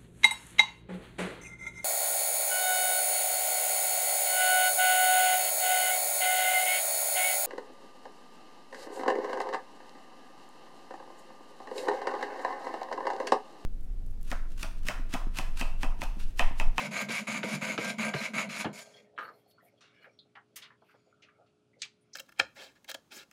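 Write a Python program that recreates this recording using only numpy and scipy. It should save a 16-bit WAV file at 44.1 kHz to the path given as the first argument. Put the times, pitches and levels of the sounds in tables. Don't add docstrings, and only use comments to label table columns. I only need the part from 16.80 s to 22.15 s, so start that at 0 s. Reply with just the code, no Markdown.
import sys
import numpy as np
from scipy import signal
from scipy.fft import rfft, irfft
from scipy.io import wavfile
from scipy.ndimage import uniform_filter1d

SR = 44100
rng = np.random.default_rng(int(sys.argv[2]) if len(sys.argv) > 2 else 0)


def bounce(signal):
    frames = np.transpose(np.atleast_2d(signal))
    limited = np.clip(frames, -1, 1)
    pcm = np.round(limited * 32767).astype(np.int16)
    wavfile.write(sys.argv[1], SR, pcm)


N = 235960

# (frequency [Hz], width [Hz], relative level [dB])
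FORK_MODES = [(1586, 4.7, 1.5), (1742, 7.7, -9.5), (2237, 180, -6), (3040, 26, -18), (3890, 69, -19.5),
              (4144, 90, -10)]
# (frequency [Hz], width [Hz], relative level [dB])
BLADE_MODES = [(6320, 120, -14), (6828, 190, -2), (7030, 51, 2.5), (7580, 120, -9.5), (9400, 170, -9),
               (10190, 170, -9.5), (13700, 250, -18.5)]
# (frequency [Hz], width [Hz], relative level [dB])
WOOD_MODES = [(418, 12, -13.5), (516.4, 39, 1), (644, 93, 0), (643.5, 27, -11), (964, 47, -5.5),
              (1175, 16, -5.5), (1537, 56, -1)]
# (frequency [Hz], width [Hz], relative level [dB])
PIN_MODES = [(143.6, 45, -7.5), (218.2, 16.4, 7)]
# (frequency [Hz], relative level [dB])
RASP_UP_CURVE = [(710, -17.5), (1200, -3), (1350, -7.5), (1830, -9), (2210, 0), (3270, -15), (4010, -18),
                 (6000, -46.5), (7800, -50.5), (13200, -120)]
RASP_DOWN_CURVE = [(710, -19.5), (1200, -5), (1360, -11), (1560, -8), (1880, -9.5), (2230, 0), (2940, -12),
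                   (6000, -22), (7800, -47), (13200, -120)]
# (frequency [Hz], relative level [dB])
SHEEN_UP_CURVE = [(2650, -46.5), (4500, -0.5), (5070, -6), (5860, -11.5), (6540, 2), (6950, -7.5),
                  (7400, -5.5), (8780, -16), (9940, -10), (12000, -20.5), (14000, -24), (15500, -35)]
SHEEN_DOWN_CURVE = [(2650, -35), (4500, -2), (5890, -4.5), (6990, 1), (7480, -5.5), (8080, -6), (8740, -9),
                    (9890, -4.5), (10700, -11), (11600, -10), (13900, -19.5), (15500, -30)]


def saw():
    going_up, bite_db, sheen_db, wood_db, pin_db = stroke_levels()
    teeth = grit(3500, 2.1, 0.91, .006)
    chips = grit(5000, 2.2, 1.9, .008)

    rasp = np.where(going_up, colour(teeth, RASP_UP_CURVE), colour(teeth, RASP_DOWN_CURVE))
    fork = evened(ring(teeth, FORK_MODES, shifty_db=5.5) + gain_of(5.0) * rasp)

    sheen_up = colour(chips + 0.16 * teeth, SHEEN_UP_CURVE)
    sheen_down = colour(chips + 0.36 * teeth, SHEEN_DOWN_CURVE)
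    sheen = np.where(going_up, sheen_up, sheen_down)
    blade_ring = ring(teeth, BLADE_MODES, shifty_db=4.0)
    blade = evened(gain_of(np.where(going_up, -1.2, -4.0)) * blade_ring + sheen)

    wood = ring(ring(teeth, [(730, 550, 0)]), WOOD_MODES, shifty_db=1.0)
    pin = ring(ring(teeth, [(200, 130, 0)]), PIN_MODES)
    shake = uniform_filter1d(gain_of(pin_db), int(0.012 * SR))
    return gain_of(bite_db) * fork + gain_of(sheen_db) * blade + gain_of(wood_db) * wood + shake * pin


CATCH_DB = -8
SHEEN_LAG_S = 0.0081
SLOW_DB_PER_S, TURN_DB = 520.5, 29
OUT_DB_PER_S = 197
WOOD_FOLLOWS, PIN_FOLLOWS = .4, 0.12
BITE_WAVER_DB, WOOD_WAVER_DB, PIN_WAVER_DB = 0.63, 0.5, 4.6
PAUSE_S, PAUSE_DB = 0.018, (-11.5, -2.5)
# (start [s], catch time constant [s], time it begins to slow [s], bite level [dB],
#  bite swell along the stroke [dB], hiss relative to bite [dB], wood level [dB],
#  shake of the pin [dB], pin swell along the stroke [dB])
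STROKE_TABLE = [(-.05, 0.0061, 0.066, -37, -6.5, -11, -41, -38, -3.5),
                (0.11, 0.015, 0.22, -35.5, 3.5, -8, -46.5, -40, 3),
                (0.286, 0.004, 0.4, -35.5, 0.5, -9, -48, -47.5, -6),
                (0.47, 0.0031, 0.58, -35.5, -0.5, -9.5, -47, -40, 11),
                (0.628, 0.0072, 0.75, -38.5, 7.5, -9, -46, -40.5, -3),
                (.812, 0.0099, 0.94, -35.5, -4.5, -9, -43, -41, 8),
                (0.978, .006, 1.103, -38, 6, -9.5, -44.5, -46.5, -3),
                (1.183, 0.0017, 1.292, -34.5, -4, -10, -43, -41, 5),
                (1.335, 0.0057, 1.46, -38.5, 6.5, -10, -45.5, -44, -1.5),
                (1.535, 0.0028, 1.63, -35, 0.5, -10, -45.5, -43, 1),
                (1.69, 0.0043, 1.818, -39, 8, -9, -51, -51, 1),
                (1.848, 0.0042, 1.855, -49, 1, -11, -43.5, -37.5, -2),
                (1.93, 0.006, 2.025, -53, -4, 1.5, -57, -58, 1),
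                (2.044, 0.0244, 2.239, -71.5, -19, 1.5, -74, -75.5, 3)]
WOOD_SWELLS = [-4.5, 4, -1.5, -1, -2, 1, 0, 3.5, -4.5, -1, 7, -2, 4, -1]


def stroke_levels():
    t = np.arange(N) / SR
    starts = np.transpose(STROKE_TABLE)[0]
    which = np.searchsorted(starts, t, "right") - 1
    (start, catch, slows, bite_db, swell_db,
     sheen_db, wood_db, pin_db, pin_swell_db) = np.transpose(STROKE_TABLE)[:, which]
    going_up = which % 2 == 1
    age = t - start
    left = np.append(starts[1:], np.inf)[which] - t
    along = np.minimum(age / (slows - start), 1) - .5

    slowing = TURN_DB * np.tanh(SLOW_DB_PER_S * np.maximum(t - slows, 0) / TURN_DB)
    held = swell_db * along - slowing
    shape = held + CATCH_DB * np.exp(-age / catch)
    sheen_shape = held + CATCH_DB * np.exp(-age / (catch + SHEEN_LAG_S))

    out_fade = -OUT_DB_PER_S * np.maximum(t - STROKE_TABLE[-1][2], 0)
    waver = BITE_WAVER_DB * drift(0.017) + out_fade
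    pause = np.take(PAUSE_DB, which % 2) * np.exp(-(left / PAUSE_S) ** 2) + out_fade

    wood_swell = np.take(WOOD_SWELLS, which) * along
    wood = wood_db + wood_swell + WOOD_FOLLOWS * shape + pause + WOOD_WAVER_DB * drift(.025)
    pin = pin_db + pin_swell_db * along + PIN_FOLLOWS * shape + pause + PIN_WAVER_DB * drift(0.034)
    return going_up, bite_db + shape + waver, bite_db + sheen_db + sheen_shape + waver, wood, pin


# (time [s], crack level [dB], thump relative to crack before a trim [dB], crack centre [Hz],
#  crack decay scale [s], length of the shove [s])
SLAP_TABLE = [(0.29, -35.5, -1.5, 1800, 0.047, 0.018), (.631, -28.5, -6, 1760, 0.06, .03),
              (.978, -26, -6, 1760, 0.053, .03), (1.338, -26.5, -6, 1523, 0.051, .025),
              (1.845, -29.5, -2.5, 1300, 0.12, .045)]
# (frequency [Hz], width [Hz], relative level [dB])
THUD_MODES = [(140.5, 40, 2.5), (212, 140, -4), (365, 110, -5), (500, 88, -8), (640, 55, -7.5)]


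def slaps():
    cracks, push = np.zeros(N), np.zeros(N)
    for s, db, thump_db, hz, decay_s, shove_s in SLAP_TABLE:
        add(cracks, s, burst(db, hz, 1.0, 0.84, decay_s, 0.00034))
        length = int(shove_s * SR)
        swell = np.sin(np.pi * np.linspace(0, 1, length) ** 0.63) ** 2
        shove = swell * rng.standard_normal(length)
        add(push, s, gain_of(db + thump_db) * evened(shove))
    thud = ring(ring(push, [(266.3, 730, 0)]), THUD_MODES)
    return cracks + gain_of(-2.5) * np.sqrt(np.mean(push ** 2)) * thud


# (time [s], relative blow strength [dB])
CHATTER_TABLE = [(2.378, -26), (2.386, -25.5), (2.392, -31), (2.396, -31.5), (2.409, -29.5), (2.413, -34.5),
                 (2.426, -31), (2.433, -30.5), (2.452, -31), (2.464, -36.5), (2.479, -35.5), (2.488, -34),
                 (2.504, -54)]
# (frequency [Hz], width [Hz], relative level [dB])
LOOSE_MODES = [(860, 480, -9), (1262, 155, 9), (1655, 380, 3.5), (3060, 230, 5.5), (3900, 324, -1),
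               (5000, 450, -6)]


def chatter():
    blows = np.zeros(N)
    t = np.arange(int(0.032 * SR)) / SR
    for s, db in CHATTER_TABLE:
        tick_here = rng.random(len(t)) < .06
        ticks = rng.standard_normal(len(t)) * tick_here * gain_of(-8.5 - 60 * t / 0.0604)
        ticks[0] = 1
        contact = np.hanning(int(0.00034 * SR * gain_of(-.45 * (db + 21.5))) + 3)
        add(blows, s, gain_of(db) * np.convolve(ticks, contact / np.linalg.norm(contact)))
    soft = signal.lfilter(*signal.butter(3, 5000, fs=SR), blows)
    return gain_of(10.0) * np.sqrt(np.mean(blows ** 2)) * ring(soft, LOOSE_MODES)


# (time [s], level [dB], centre [Hz], reach below [octaves], reach above [octaves],
#  decay scale [s], rise scale [s])
CLICK_TABLE = [(1.988, -42.5, 2100, 0.67, 1.6, 0.1, 0.0013), (2.362, -63.5, 3900, 1.1, 0.11, 0.14, 0.0025),
               (2.381, -47.5, 1370, 2.1, 1.03, 0.41, 0.0035), (2.5, -53, 1110, 0.69, 0.26, 0.13, 0.0021),
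               (2.708, -61.5, 3486, 0.28, 0.53, 0.057, 0.0024),
               (2.776, -47.5, 1254, 0.084, 0.096, 0.098, 0.0098),
               (2.799, -63.5, 1900, 0.073, 0.042, 0.15, 0.0035),
               (3.007, -57.5, 3400, 1.23, 0.64, 0.37, 0.0013), (3.242, -51, 1590, 0.7, 0.59, 0.13, 0.0014),
               (3.389, -51, 3720, 0.105, 0.184, 0.1, 0.00048), (3.552, -49, 1280, 0.53, 0.85, 0.16, 0.0024),
               (3.569, -47, 1510, 0.71, 0.26, 0.09, 0.0026), (3.757, -36.5, 3545, 1.02, 2.6, 0.15, 0.0055),
               (3.813, -36.5, 2790, 0.8, 0.8, 0.15, 0.022), (3.902, -56, 1400, 0.38, 0.54, 0.16, 0.00165),
               (4.02, -55, 606, 0.6, 0.67, 0.11, 0.0009), (4.085, -61, 1300, 0.51, 0.41, 0.31, .008),
               (4.141, -56.5, 1250, 2, 0.33, 0.068, 0.0035), (4.326, -62, 1390, 0.1, 0.035, 0.099, 0.0012),
               (4.419, -52.5, 2980, 0.524, 0.61, 0.16, 0.0061),
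               (4.485, -58, 1383, 0.24, 0.61, 0.11, 0.0017), (4.659, -71, 3320, 0.58, 0.56, 0.18, 0.0076),
               (4.931, -69.5, 2087, 0.073, 0.11, 0.17, 0.0015),
               (4.985, -54.5, 4530, 0.75, 0.49, 0.37, 0.031),
               (5.018, -30.5, 5120, 0.89, 0.42, 0.065, 0.00085),
               (5.029, -36, 2200, 0.27, 0.76, 0.075, 0.0019),
               (5.045, -48.5, 4360, 1.7, 0.65, 0.077, 0.0038),
               (5.331, -40, 5740, 0.253, 0.18, 0.062, 0.005)]
# (time [s], level [dB], centre [Hz], decay scale [s])
KNOCK_TABLE = [(2.061, -66, 570, 0.35), (2.151, -52.5, 633, 0.08), (2.185, -58, 596, 0.22),
               (2.333, -62, 593, 0.097), (2.654, -59.5, 665, 0.11), (2.825, -57.5, 660, 0.11),
               (2.849, -58, 660, 0.12), (2.936, -60.5, 613, 0.088), (3.024, -64, 590, 0.12),
               (3.194, -64, 517, 0.24), (3.258, -56, 596, 0.17), (3.45, -67, 633, 0.16),
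               (3.7, -69, 580, 0.47), (4.265, -64.5, 599, 0.15), (4.586, -58.5, 624, 0.18),
               (4.609, -59, 674, 0.11), (4.961, -58.5, 593, 0.132)]
# (time [s], rub level [dB], low scuff level [dB])
RUBBING_TABLE = [(1.9, -70, -61), (2.05, -62.5, -62.5), (2.18, -61, -70), (2.4, -107, -66.5),
                 (2.49, -72.5, -70), (2.7, -82, -77), (3.061, -80, -79.5), (3.25, -76, -75),
                 (3.56, -96, -89), (3.85, -75, -72), (3.97, -86, -84.5), (4.11, -75, -85),
                 (4.56, -103, -75.5), (5.1, -108, -86), (5.35, -72.5, -79)]
# (frequency [Hz], width [Hz], relative level [dB])
RUB_MODES = [(1800, 62, -5), (2200, 260, 5.5), (2770, 11, 5.5), (3290, 110, 3), (4000, 47, -8.5),
             (4250, 180, -3.5), (5310, 35, -5), (5020, 53, -17), (6880, 150, -33.5), (1300, 230, -4.5),
             (5860, 620, -12.5)]
# (peak time [s], time until 10 dB down [s], peak level [dB])
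RUSTLE_TABLE = [(2.44, .04, -71), (2.57, .07, -80), (2.705, .022, -71), (2.858, .028, -70),
                (3.245, .025, -83), (4.092, .05, -85)]


def handling():
    hits = np.zeros(N)
    t = np.arange(N) / SR
    for s, *blow in CLICK_TABLE:
        add(hits, s, burst(*blow))
    for s, db, hz, decay_s in KNOCK_TABLE:
        add(hits, s, burst(db, hz, 0.18, 0.12, decay_s, 0.0026))

    rub_db, scuff_db = curves([(1.85, -110, -110)] + RUBBING_TABLE)
    rub = ring(grit(6500, 2.6, 2.3, 0.009), RUB_MODES, shifty_db=5.5)
    scuff = ring(ring(grit(1100, 2.4, 2.6, 0.014), [(589, 200, 0)]), [(589, 200, 0)])

    puffs = sum(gain_of(db - 10 * ((t - s) / span) ** 2) for s, span, db in RUSTLE_TABLE)
    rustle_curve = [(6000, -24), (9000, -10.5), (11500, -2.5), (14000, -5), (15500, -14.0)]  # (Hz, dB)
    rustle = colour(grit(6000, 2.5, 1.54, 0.011), rustle_curve)
    return hits + gain_of(rub_db) * rub + gain_of(scuff_db) * scuff + puffs * rustle


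# (time [s], length [s], frequency [Hz], width of each filter pass [Hz], level [dB])
SQUEAK_TABLE = [(2.256, 0.06, 1870, 150, -79.5), (2.433, 0.064, 4360, 150, -68.5),
                (2.638, 0.17, 4400, 153, -78.5), (3.052, 0.3, 2300, 250, -71.5),
                (3.118, .12, 1658, 200, -73), (3.122, 0.16, 2893, 150, -73), (3.186, 0.059, 4280, 150, -79),
                (3.199, 0.093, 1397, 500, -71), (3.299, 0.11, 5600, 150, -82.5),
                (4.011, 0.36, 4700, 500, -89), (4.028, .12, 2500, 1210, -74.5),
                (4.125, 0.26, 6831, 120, -89), (4.319, .4, 1300, 200, -76.5), (4.497, 0.11, 2200, 200, -83),
                (5.202, 0.05, 9500, 1200, -85)]


def squeaks():
    out = np.zeros(N)
    grip = gain_of(2.0 * drift(.012))
    for s, length, hz, width, db in SQUEAK_TABLE:
        slide = rng.standard_normal(int(length * SR))
        for _ in range(2):
            slide = signal.lfilter(*signal.iirpeak(hz, hz / width, SR), slide)
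        add(out, s, gain_of(db) * evened(slide) * signal.windows.tukey(len(slide), .6))
    return out * grip


AIR_DB = -73.5
WHINE_HZ = 419.5
# (frequency [Hz], relative level [dB])
AIR_CURVE = [(18, -62.5), (30, -27.5), (97, 0), (243, -1.5), (399, -17), (480, -22.5), (997, -21.5),
             (1200, -20), (1360, -16), (2020, -31.5), (2490, -22), (3150, -24.5), (5750, -30),
             (11000, -37.5), (12500, -56), (15500, -54.5)]
# (frequency [Hz], rms level [dB])
HUM_TONES = [(118.4, -81), (301.5, -82.5), (360.7, -84)]
# (time [s], rms level [dB])
WHINE_LEVELS = [(1.9, -67), (2.55, -70.5), (2.7, -77), (5.35, -76.5)]


def workshop():
    t = np.arange(N) / SR
    hum = sum(gain_of(db) * np.sin(2 * np.pi * (hz * t + rng.random())) for hz, db in HUM_TONES)
    whine_db, = curves(WHINE_LEVELS)
    hum = hum + gain_of(whine_db) * np.sin(2 * np.pi * WHINE_HZ * t)
    air = colour(rng.standard_normal(N), AIR_CURVE)
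    return gain_of(AIR_DB) * air + np.sqrt(2) * hum


def room(x, t60):
    t = np.arange(int(.3 * SR)) / SR
    echoes = rng.choice([-1., 1.], len(t)) * (rng.random(len(t)) < .05)
    tail = echoes * gain_of(-60 * t / t60) * (t > .004)
    tail = signal.lfilter([1], [1, -.5], tail)
    return signal.oaconvolve(x, tail / np.linalg.norm(tail))[:N]


def burst(db, hz, below, above, decay_s, rise_s):
    t = np.arange(int(.4 * SR)) / SR
    f, frame_s, noise = signal.stft(rng.standard_normal(len(t)), SR, nperseg=256, noverlap=192)
    octave = np.log2((f[:, None] + 1) / hz)
    away = octave / np.where(octave < 0, below, above)
    skirts = gain_of(-31.5 - 9.9 * abs(octave))
    bell = gain_of(-4.3 * away ** 2) + skirts
    bell = bell * gain_of(3.21 * rng.standard_normal(octave.shape))
    tilt = gain_of(-60 * frame_s / decay_s * 0.42 * np.clip(octave, -1, 3))
    shaped = noise * bell * tilt / np.sqrt(np.mean(bell ** 2))
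    crowd = signal.istft(shaped, SR, nperseg=256, noverlap=192)[1][:len(t)]
    fade_db = 60 * (0.84 * t / decay_s + 0.43 * (t / decay_s) ** 2)
    attack = 1 - np.exp(-(t / (rise_s + 1e-4)) ** 1.5)
    return gain_of(db - fade_db) * crowd * attack


def grit(per_s, spread_db, throb_db, throb_s):
    size = gain_of(spread_db * np.minimum(rng.exponential(1, N), 3)) * rng.choice([-1., 1.], N)
    catches = rng.random(N) < per_s / SR
    return evened(size * catches * gain_of(throb_db * drift(throb_s)))


def ring(x, modes, shifty_db=0):
    out = 0
    for k, (hz, width, db) in enumerate(modes):
        b, a = signal.iirpeak(hz, hz / width, SR)
        driven = x * gain_of(shifty_db * drift(0.028))
        out = out + (-1) ** k * gain_of(db) * signal.lfilter(b, a, driven)
    return evened(out)


def colour(x, points):
    f, db = np.transpose(points)
    hz = np.fft.rfftfreq(len(x), 1 / SR)
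    shape_db = np.interp(np.log(hz + 1), np.log(f + 1), db)
    return evened(irfft(rfft(x) * gain_of(shape_db), len(x)))


def drift(s):
    frames = N // 64 + 2
    span = int(s * SR / 64) + 1
    slow = uniform_filter1d(uniform_filter1d(rng.standard_normal(frames), span), span)
    return np.interp(np.arange(N) / 64, np.arange(frames), evened(slow))


def curves(rows):
    s, *columns = np.transpose(rows)
    return [np.interp(np.arange(N) / SR, s, c) for c in columns]


def add(mix, s, sound):
    part = mix[round(s * SR):][:len(sound)]
    part += sound[:len(part)]


def evened(x):
    return x / np.sqrt(np.mean(x ** 2) + 1e-20)


def gain_of(db):
    return 10 ** (np.asarray(db) / 20)


def scene():
    near = saw() + slaps() + chatter() + handling() + squeaks()
    return (near + gain_of(-14) * room(near, 0.16) + workshop())[None]


EDGE_HZ = 15700


def record(dry):
    thin = signal.sosfilt(signal.butter(2, 100, "high", fs=SR, output="sos"), dry)
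    band_limit = signal.firwin(511, EDGE_HZ, window=("kaiser", 9), fs=SR)
    return signal.oaconvolve(thin, band_limit[None], "same")


dry = scene()
out = record(dry)
bounce(out)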